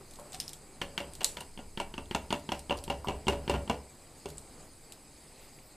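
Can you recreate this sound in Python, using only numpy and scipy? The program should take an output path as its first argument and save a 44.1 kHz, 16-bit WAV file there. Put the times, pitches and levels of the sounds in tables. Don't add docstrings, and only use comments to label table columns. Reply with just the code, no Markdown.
import sys
import numpy as np
from scipy import signal
from scipy.fft import rfft, irfft, next_fast_len
from scipy.io import wavfile
from scipy.ndimage import uniform_filter1d, map_coordinates

SR = 44100
rng = np.random.default_rng(int(sys.argv[2]) if len(sys.argv) > 2 else 0)


def dump(signal):
    limited = np.clip(np.atleast_2d(signal).T, -1, 1)
    pcm = np.round(limited * 32767).astype(np.int16)
    wavfile.write(sys.argv[1], SR, pcm)


N = 253995


def amp(db):
    return 10 ** (np.asarray(db) / 20)


def unit(x):
    return x / np.sqrt(np.mean(x ** 2) + 1e-20)


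def along(points, hz):
    point_hz, value = np.transpose(points)
    return np.interp(np.log(hz + 1), np.log(point_hz + 1), value)


def wobble(rate):
    knots = rng.standard_normal(int(N * rate / SR) + 4)
    return map_coordinates(knots, [np.arange(N) * rate / SR])


def filtered(x, response):
    size = next_fast_len(x.shape[-1] + 8192)
    spectrum = rfft(x, size) * response(np.fft.rfftfreq(size, 1 / SR))
    return irfft(spectrum, size)[..., :x.shape[-1]]


def noise(spectrum, size):
    return unit(filtered(rng.standard_normal(size), lambda hz: amp(along(spectrum, hz))))


def patchy(spectrum, depth_db):
    z = signal.stft(noise(spectrum, (2, N)), nperseg=512)[2]
    patches = rng.standard_normal(z.shape[1:])
    patches = uniform_filter1d(patches, size=4, axis=0)
    patches = uniform_filter1d(patches, size=6, axis=1)
    patched = signal.istft(z * amp(depth_db * unit(patches)), nperseg=512)[1]
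    return unit(patched[:, :N])


def swell(s, db, rise, fall):
    t = np.arange(N) / SR - s
    return amp(db - 60 * np.where(t < 0, -t / rise, t / fall))


def ringing(modes, t, scatter_db, attack, signs=(-1, 1)):
    hz, db, t60 = np.transpose(modes)[..., None]
    strength = amp(db + scatter_db * rng.standard_normal(db.shape)) * rng.choice(signs, db.shape)
    tones = strength * amp(-60 * t / t60) * np.sin(2 * np.pi * hz * t)
    return tones.sum(0) * (1 - np.exp(-t / attack))


def add(track, s, sound):
    track[round(s * SR):][:len(sound)] += sound


def background():
    # time in seconds, hiss, murmur and rumble levels in dB.
    levels = [(0.0, -61, -58.5, -54), (0.37, -58.5, -54, -49.5), (0.67, -61.5, -59.5, -53.5),
              (1.2, -60, -54.5, -49), (1.6, -61, -60.5, -51), (1.9, -62, -57.5, -44),
              (2.5, -60.5, -59.5, -51.5), (3.0, -61, -56, -44), (3.55, -60, -52, -50),
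              (3.88, -61.5, -59.5, -54), (4.36, -59.5, -57, -48.5), (4.96, -61.5, -59, -54.5),
              (5.4, -60, -59, -53), (5.76, -62, -59, -53.5)]
    # frequency in Hz, relative level in dB per Hz.
    hiss_colour = [(3500, -50), (5700, -19), (6450, -4.5), (6900, -6), (7150, -9.5), (7500, -7),
                   (7700, 3.5), (7950, 0.5), (8500, -1.5), (9600, -6.5), (10400, -5.5), (11500, -15.5),
                   (13900, -12.5), (14600, -34)]
    low_hiss_colour = [(900, -44), (1500, -21), (1900, -5.5), (2400, -5), (3150, -14.5), (4000, -5.5),
                       (4550, -5), (4720, 1.5), (4950, -6.5), (5120, 1.5), (5300, -11.5), (5700, -13),
                       (7400, -60)]
    murmur_colour = [(65, -22), (110, -8), (151, 1.5), (172, -9), (217, -4.5), (434, -7.5), (617, -11),
                     (761, -10), (926, -13), (2500, -27), (3250, -25.5), (5500, -120)]
    rumble_colour = [(8.8, -27), (15, 10), (27, 6), (117, -14), (125, -25), (160, -29), (280, -120)]
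    low_hiss_db = -3.5

    s, *columns = np.transpose(levels)
    hiss_db, murmur_db, rumble_db = [np.interp(np.arange(N) / SR, s, column) for column in columns]
    high_hiss = amp(hiss_db) * patchy(hiss_colour, depth_db=3.0)
    low_hiss_level = hiss_db + low_hiss_db + 0.95 * wobble(2.41)
    low_hiss = amp(low_hiss_level) * patchy(low_hiss_colour, depth_db=2.0)
    murmur = amp(murmur_db + 1.04 * wobble(8.2)) * noise(murmur_colour, N)
    rumble = amp(rumble_db) * noise(rumble_colour, N)
    return high_hiss + low_hiss + (murmur + rumble) * [[1], [0]]


def whistles():
    # start in seconds, length in seconds, first pitch in Hz, last pitch in Hz,
    # level in dB before the flicker.
    glides = [(5.398, .085, 13080, 14280, -67), (5.49, .095, 13830, 13370, -71),
              (5.52, .09, 14130, 14170, -72), (5.61, .135, 14200, 13070, -68)]
    out = np.zeros(N + SR)
    for s, length, from_hz, to_hz, db in glides:
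        hz = np.linspace(from_hz, to_hz, round(length * SR))
        tone = np.sin(2 * np.pi * np.cumsum(hz) / SR)
        add(out, s, amp(db) * signal.windows.tukey(len(hz), .4) * tone)
    return out[:N] * amp(3.0 * wobble(40))


def kitchen(x):
    # frequency in Hz, time to fade by 60 dB in seconds.
    fade_times = [(150, 0.55), (1000, 0.35), (4000, 0.22), (12000, 0.35)]
    step, delay = SR // 8, 130
    out = np.zeros((2, N + SR))
    for start in range(0, N, step):
        hz, t, z = signal.stft(rng.standard_normal((2, SR // 3)), SR, nperseg=256)
        fade = amp(-60 * t / along(fade_times, hz)[:, None])
        tail = signal.istft(z * fade, SR, nperseg=256)[1]
        tail = tail / np.linalg.norm(tail[0])
        echo = signal.fftconvolve(x[None, start:start + step], tail, axes=1)
        out[:, start + delay:][:, :echo.shape[1]] += echo
    return out[:, :N]


def rustle():
    # peak time in seconds, level in dB,
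    # rise and fall times over 60 dB in seconds.
    brushing = (5.43, -61, .5, .45)
    return swell(*brushing) * noise([(1200, -13), (2200, -8), (4200, -10), (6000, -22)], N)


def splash():
    # peak time in seconds, level in dB,
    # rise and fall times over 60 dB in seconds.
    swells = [(0.352, -45, 0.095, 0.065), (0.41, -52.5, .04, 0.28), (0.5, -67, .15, 0.23),
              (1.252, -46.5, .01, 0.29)]
    colour = [(700, -32), (1500, -4), (3500, 1.5), (6000, -2), (10000, -5), (14000, -30)]
    big_drops = (rng.random(N) < .04) * rng.exponential(1.3, N)
    drops = rng.standard_normal(N) * (0.32 + big_drops)
    wash = unit(filtered(drops, lambda hz: amp(along(colour, hz))))
    return sum(swell(*row) for row in swells) * wash


def plops():
    # start in seconds, level in dB, starting bubble pitch in Hz,
    # time to fade by 60 dB in seconds.
    pieces = [(0.009, -45, 386, 0.068), (0.188, -39.5, 940, 0.031), (0.194, -45, 559, 0.15),
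              (0.209, -46.5, 560, 0.13), (0.253, -51, 565, 0.11), (0.34, -45, 732, 0.13),
              (1.249, -43.5, 540, 0.12), (1.662, -53, 396, 0.08), (3.0453, -26.5, 980, 0.018),
              (3.051, -40.5, 1120, 0.11), (3.416, -54, 580, 0.08)]
    out, t = np.zeros(N + SR), np.arange(SR // 4) / SR
    for s, db, hz, t60 in pieces:
        bubble = np.sin(2 * np.pi * hz * (t + 0.95 * t * t))
        slosh = 0.54 * noise([(250, -33), (550, -12.0), (1100, -13.0), (2500, -36)], len(t))
        onset = 1 - np.exp(-t / 0.00083)
        add(out, s, amp(db - 60 * t / t60) * onset * (bubble + slosh))
    return out[:N]


def spits():
    # start in seconds, level in dB, pitch in Hz, spray level in dB
    droplets = [(0.1103, -32, 7970, -9), (0.1363, -41.5, 4300, 1), (0.1576, -38.5, 6900, -1.5),
                (0.197, -38.5, 7770, -4), (0.322, -29, 7750, -16), (0.331, -36, 4670, 3),
                (0.341, -40, 5070, 1), (0.3466, -36, 8200, -1), (0.401, -19.5, 5180, -1.5),
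                (0.412, -28, 5060, -12), (0.4797, -27, 5040, -6), (0.4922, -29, 8300, -2.5),
                (0.5322, -33, 8100, 3), (1.1354, -31.5, 8040, -7), (1.1522, -35, 8440, 1),
                (1.232, -31.5, 8300, 0), (1.2446, -5, 7720, -6), (1.29, -33, 8450, -8),
                (1.406, -36, 8100, 5.5), (2.0574, -40.5, 3560, -10), (2.396, -42.5, 4770, -3),
                (2.593, -32, 8500, -2), (2.772, -41, 8000, 2), (2.7773, -35, 5100, -2),
                (2.788, -34, 4600, -5), (2.8392, -31.5, 8500, 2.5), (4.288, -39, 9100, 2),
                (4.302, -39.5, 8200, 4), (4.3728, -37, 7900, -12), (4.3814, -25.5, 7950, -12),
                (4.382, -37, 4140, -20), (4.9219, -34, 7700, -0.5), (4.9344, -42, 7850, -12),
                (5.588, -42, 2300, -22)]
    # frequency in Hz, relative level in dB per Hz.
    spray = [(880, -36), (1500, -8), (1560, -54), (1680, -17), (3060, -3.5), (4120, 1.5), (5000, -4.5),
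             (8820, -1), (14300, -10), (15000, -28)]
    fizz_db, fizz_t60_s = -13, 0.055
    dull_ratio, dull_db, dull_per_db = 0.552, -15.5, 1.15

    out, t = np.zeros(N + SR), np.arange(SR // 4) / SR
    for s, db, hz, spray_db in droplets:
        dull_note = (dull_ratio * hz, dull_db + dull_per_db * db, .01)
        notes = [(hz, -1.5, .007), (1.13 * hz, -5, .004), (0.92 * hz, -5, .004), dull_note]
        snap = ringing(notes, t, scatter_db=2.5, attack=0.00027)
        onset = 1 - np.exp(-t / 0.00066)
        burst = amp(spray_db - 60 * t / 0.0061) * onset * noise(spray, len(t))
        fizz = amp(spray_db + fizz_db - 60 * t / fizz_t60_s) * noise(spray, len(t))
        add(out, s, amp(db) * (snap + burst + fizz))
    return out[:N]


def taps():
    # start in seconds, level in dB, push of air in dB
    touches = [(0.8162, -18, -13), (0.9777, -18, -9), (1.3695, -27, -18), (1.5752, -36, 1.5),
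               (1.7742, -24, -3), (1.94, -31, 0.5), (2.111, -24, -0.5), (2.3054, -21, -2), (2.4906, -26, 3),
               (2.6964, -24.5, 0), (2.8786, -31.5, 3), (3.0722, -30.5, 5.5), (3.269, -25.5, 5),
               (3.478, -25.5, 4.5), (3.6769, -35, 4)]
    # frequency in Hz, relative level in dB,
    # time to fade by 60 dB in seconds.
    edge = [(2874, -10.5, 0.031), (3114, 2, 0.0099), (2295, -9.5, 0.014), (1370, -17, 0.022),
            (4450, -8, 0.011), (3036, -17.5, 0.01)]
    bend_db, bend_per_push = -6.5, 0.87
    clatter_colour = [(150, -7), (600, -4.0), (2000, -2.5), (5000, -14.5), (12000, -25)]

    out, t = np.zeros(N + SR), np.arange(SR // 6) / SR
    for s, db, push_db in touches:
        push = [(205, push_db, 0.024), (345.6, push_db - 8.0, 0.05)]
        bend = [(905, bend_db + bend_per_push * push_db, 0.035)]
        ring = ringing(edge + push + bend, t, scatter_db=1.5, attack=.0008, signs=(1,))
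        clatter = amp(-17.5 - 60 * t / 0.11) * noise(clatter_colour, len(t))
        add(out, s, amp(db) * (ring + clatter))
    return out[:N]


def knocks():
    # start in seconds, level in dB,
    # edge in dB (how hard the contact is), body in dB (low notes of the pot), rocking in dB,
    # ring time factor (no less than 0.2 is used).
    blows = [(0.815, -35, 4, -5.5, -12, 1), (0.978, -40, 9.5, -9, -29, 0.96),
             (1.003, -30, -4, -7.5, -17.5, 0.58), (1.207, -31, -2.5, -14.5, -44, .8),
             (1.37, -36, 2, -10, -15, 0.57), (1.408, -38.5, 1, -9, -24, 0.6),
             (1.59, -36, -12, -10, -16, 0.61), (1.8, -23, -5.5, -14.5, -36, 0.47),
             (1.979, -30, -8.5, -8.5, -19, 0.57), (2.148, -20, -0.5, -10.5, -21.5, 0.41),
             (2.326, -20, -2, -9.5, -24, 0.49), (2.519, -22, -2, -12.5, -19.5, 0.51),
             (2.708, -19.5, -14.5, -11.5, -19, 0.62), (2.9, -22.5, -3.5, -8.5, -19.5, 0.58),
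             (3.084, -23.5, -6.5, -6.5, -14, 0.76), (3.282, -18, -1.5, -8.5, -14.5, 0.75),
             (3.323, -29.5, -23, -8, -12, 0.63), (3.496, -22, -1.5, -6.5, -8.5, 0.74),
             (3.539, -22, -13.5, -10.5, -15, 0.62), (3.697, -20, -6, -7, -21, 0.66),
             (4.2571, -35.5, 1, -2.5, -11.5, 0.7)]
    # frequency in Hz, relative level in dB,
    # time to fade by 60 dB in seconds.
    pot = [(148.6, -9, 0.81), (188, -0.5, 0.14), (271, -10.5, 0.67), (340, -23, 0.075), (399.8, 4, 0.12),
           (431.4, -10, 0.75), (501.6, -11, 0.54), (574.4, -2, 0.4), (641, -11.5, 0.58), (776, -2.5, 0.11),
           (907, -19.5, 0.18), (978, 1.5, 0.082), (1164, -14, 0.17), (1418.5, -8.5, 0.21), (1490, -43, 0.1),
           (1920, -23, 0.54), (2223, -7, 0.084), (2290, -23, 0.54), (2640, -24.5, 0.24), (2856, -5, 0.087),
           (2793, 2, 0.062), (3220, -30, 0.025), (3395, -4.5, 0.034), (4300, -7.5, 0.049), (4970, -41, .08)]
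    # frequency in Hz, relative level in dB per Hz.
    rattle_colour = [(59, -40), (100, -21), (128, -29), (194, 2), (471, -9), (580, -26), (684, -7),
                     (952, -8), (1100, -19.5), (2520, -24.5), (2730, -14.5), (3430, -26.5), (14000, -41)]
    # frequency in Hz, relative level in dB,
    # time to fade by 60 dB in seconds.
    rocking = [(67.8, 8, 0.4), (55.4, -3, 0.47), (76.2, -0.5, 0.34), (88.5, -2, 0.45)]
    rim_base_db, rim_per_edge = -5, 0.38
    rattle_db = -9
    crack_colour = [(1500, 2), (3000, 1.0), (9000, 2), (14000, -31)]

    out, t = np.zeros(N + SR), np.arange(SR // 2) / SR
    hz, level, t60 = np.transpose(pot)
    onset = 1 - np.exp(-(t / 0.0013) ** 2)
    for s, db, edge_db, body_db, rock_db, lasting in blows:
        rim_db = rim_base_db + rim_per_edge * edge_db
        lasting = max(lasting, .2)
        reach = [(400, body_db + 2), (900, 0), (1700, rim_db), (2800, 6.5 + rim_db), (6000, -0.5 + edge_db)]
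        detuned = hz * (1 + 0.0084 * rng.standard_normal(len(hz)))
        struck = np.transpose([detuned, level + along(reach, hz), t60 * lasting])
        ring = amp(-8.5) * ringing(struck, t, scatter_db=3.0, attack=0.00015)

        crack = amp(edge_db + 5.5 - 60 * t / 0.0082) * noise(crack_colour, len(t))

        colour = [(f, d + along(reach, f)) for f, d in rattle_colour]
        chatter = np.interp(t, np.arange(250) * .002, rng.standard_normal(250))
        rattle_level = rattle_db + 4.23 * chatter - 60 * t / (0.26 * lasting)
        rattle = amp(rattle_level) * noise(colour, len(t))

        rock = amp(rock_db - 3.5) * ringing(rocking, t, scatter_db=0.5, attack=0.013, signs=(1,))
        add(out, s, amp(db) * (ring + onset * (crack + rattle) + rock))
    return out[:N]


def scene():
    near = taps() + knocks() + spits() + plops() + splash() + rustle()
    direct = (near + whistles()) * [[1], [0]]
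    echo = amp([[-10], [-6]]) * kitchen(near)
    mid, side = direct + echo + background()
    return np.array([mid + side, mid - side])


def record(dry):
    # frequency in Hz, gain in dB.
    width = [(1000, -80), (3300, -52), (4300, -21), (6000, -9), (8000, -6), (14000, -7)]
    # frequency in Hz, gain in dB.
    microphone = [(18, -3), (30, -15), (48, -7), (65, 0), (14200, 0), (14600, -22)]
    top_hz = 15100

    mid, side = (dry[0] + dry[1]) / 2, (dry[0] - dry[1]) / 2
    side = filtered(side, lambda hz: amp(along(width, hz)))
    stereo = np.array([mid + side, mid - side])
    return filtered(stereo, lambda hz: amp(along(microphone, hz)) * (hz < top_hz))


dry = scene()
out = record(dry)
dump(out)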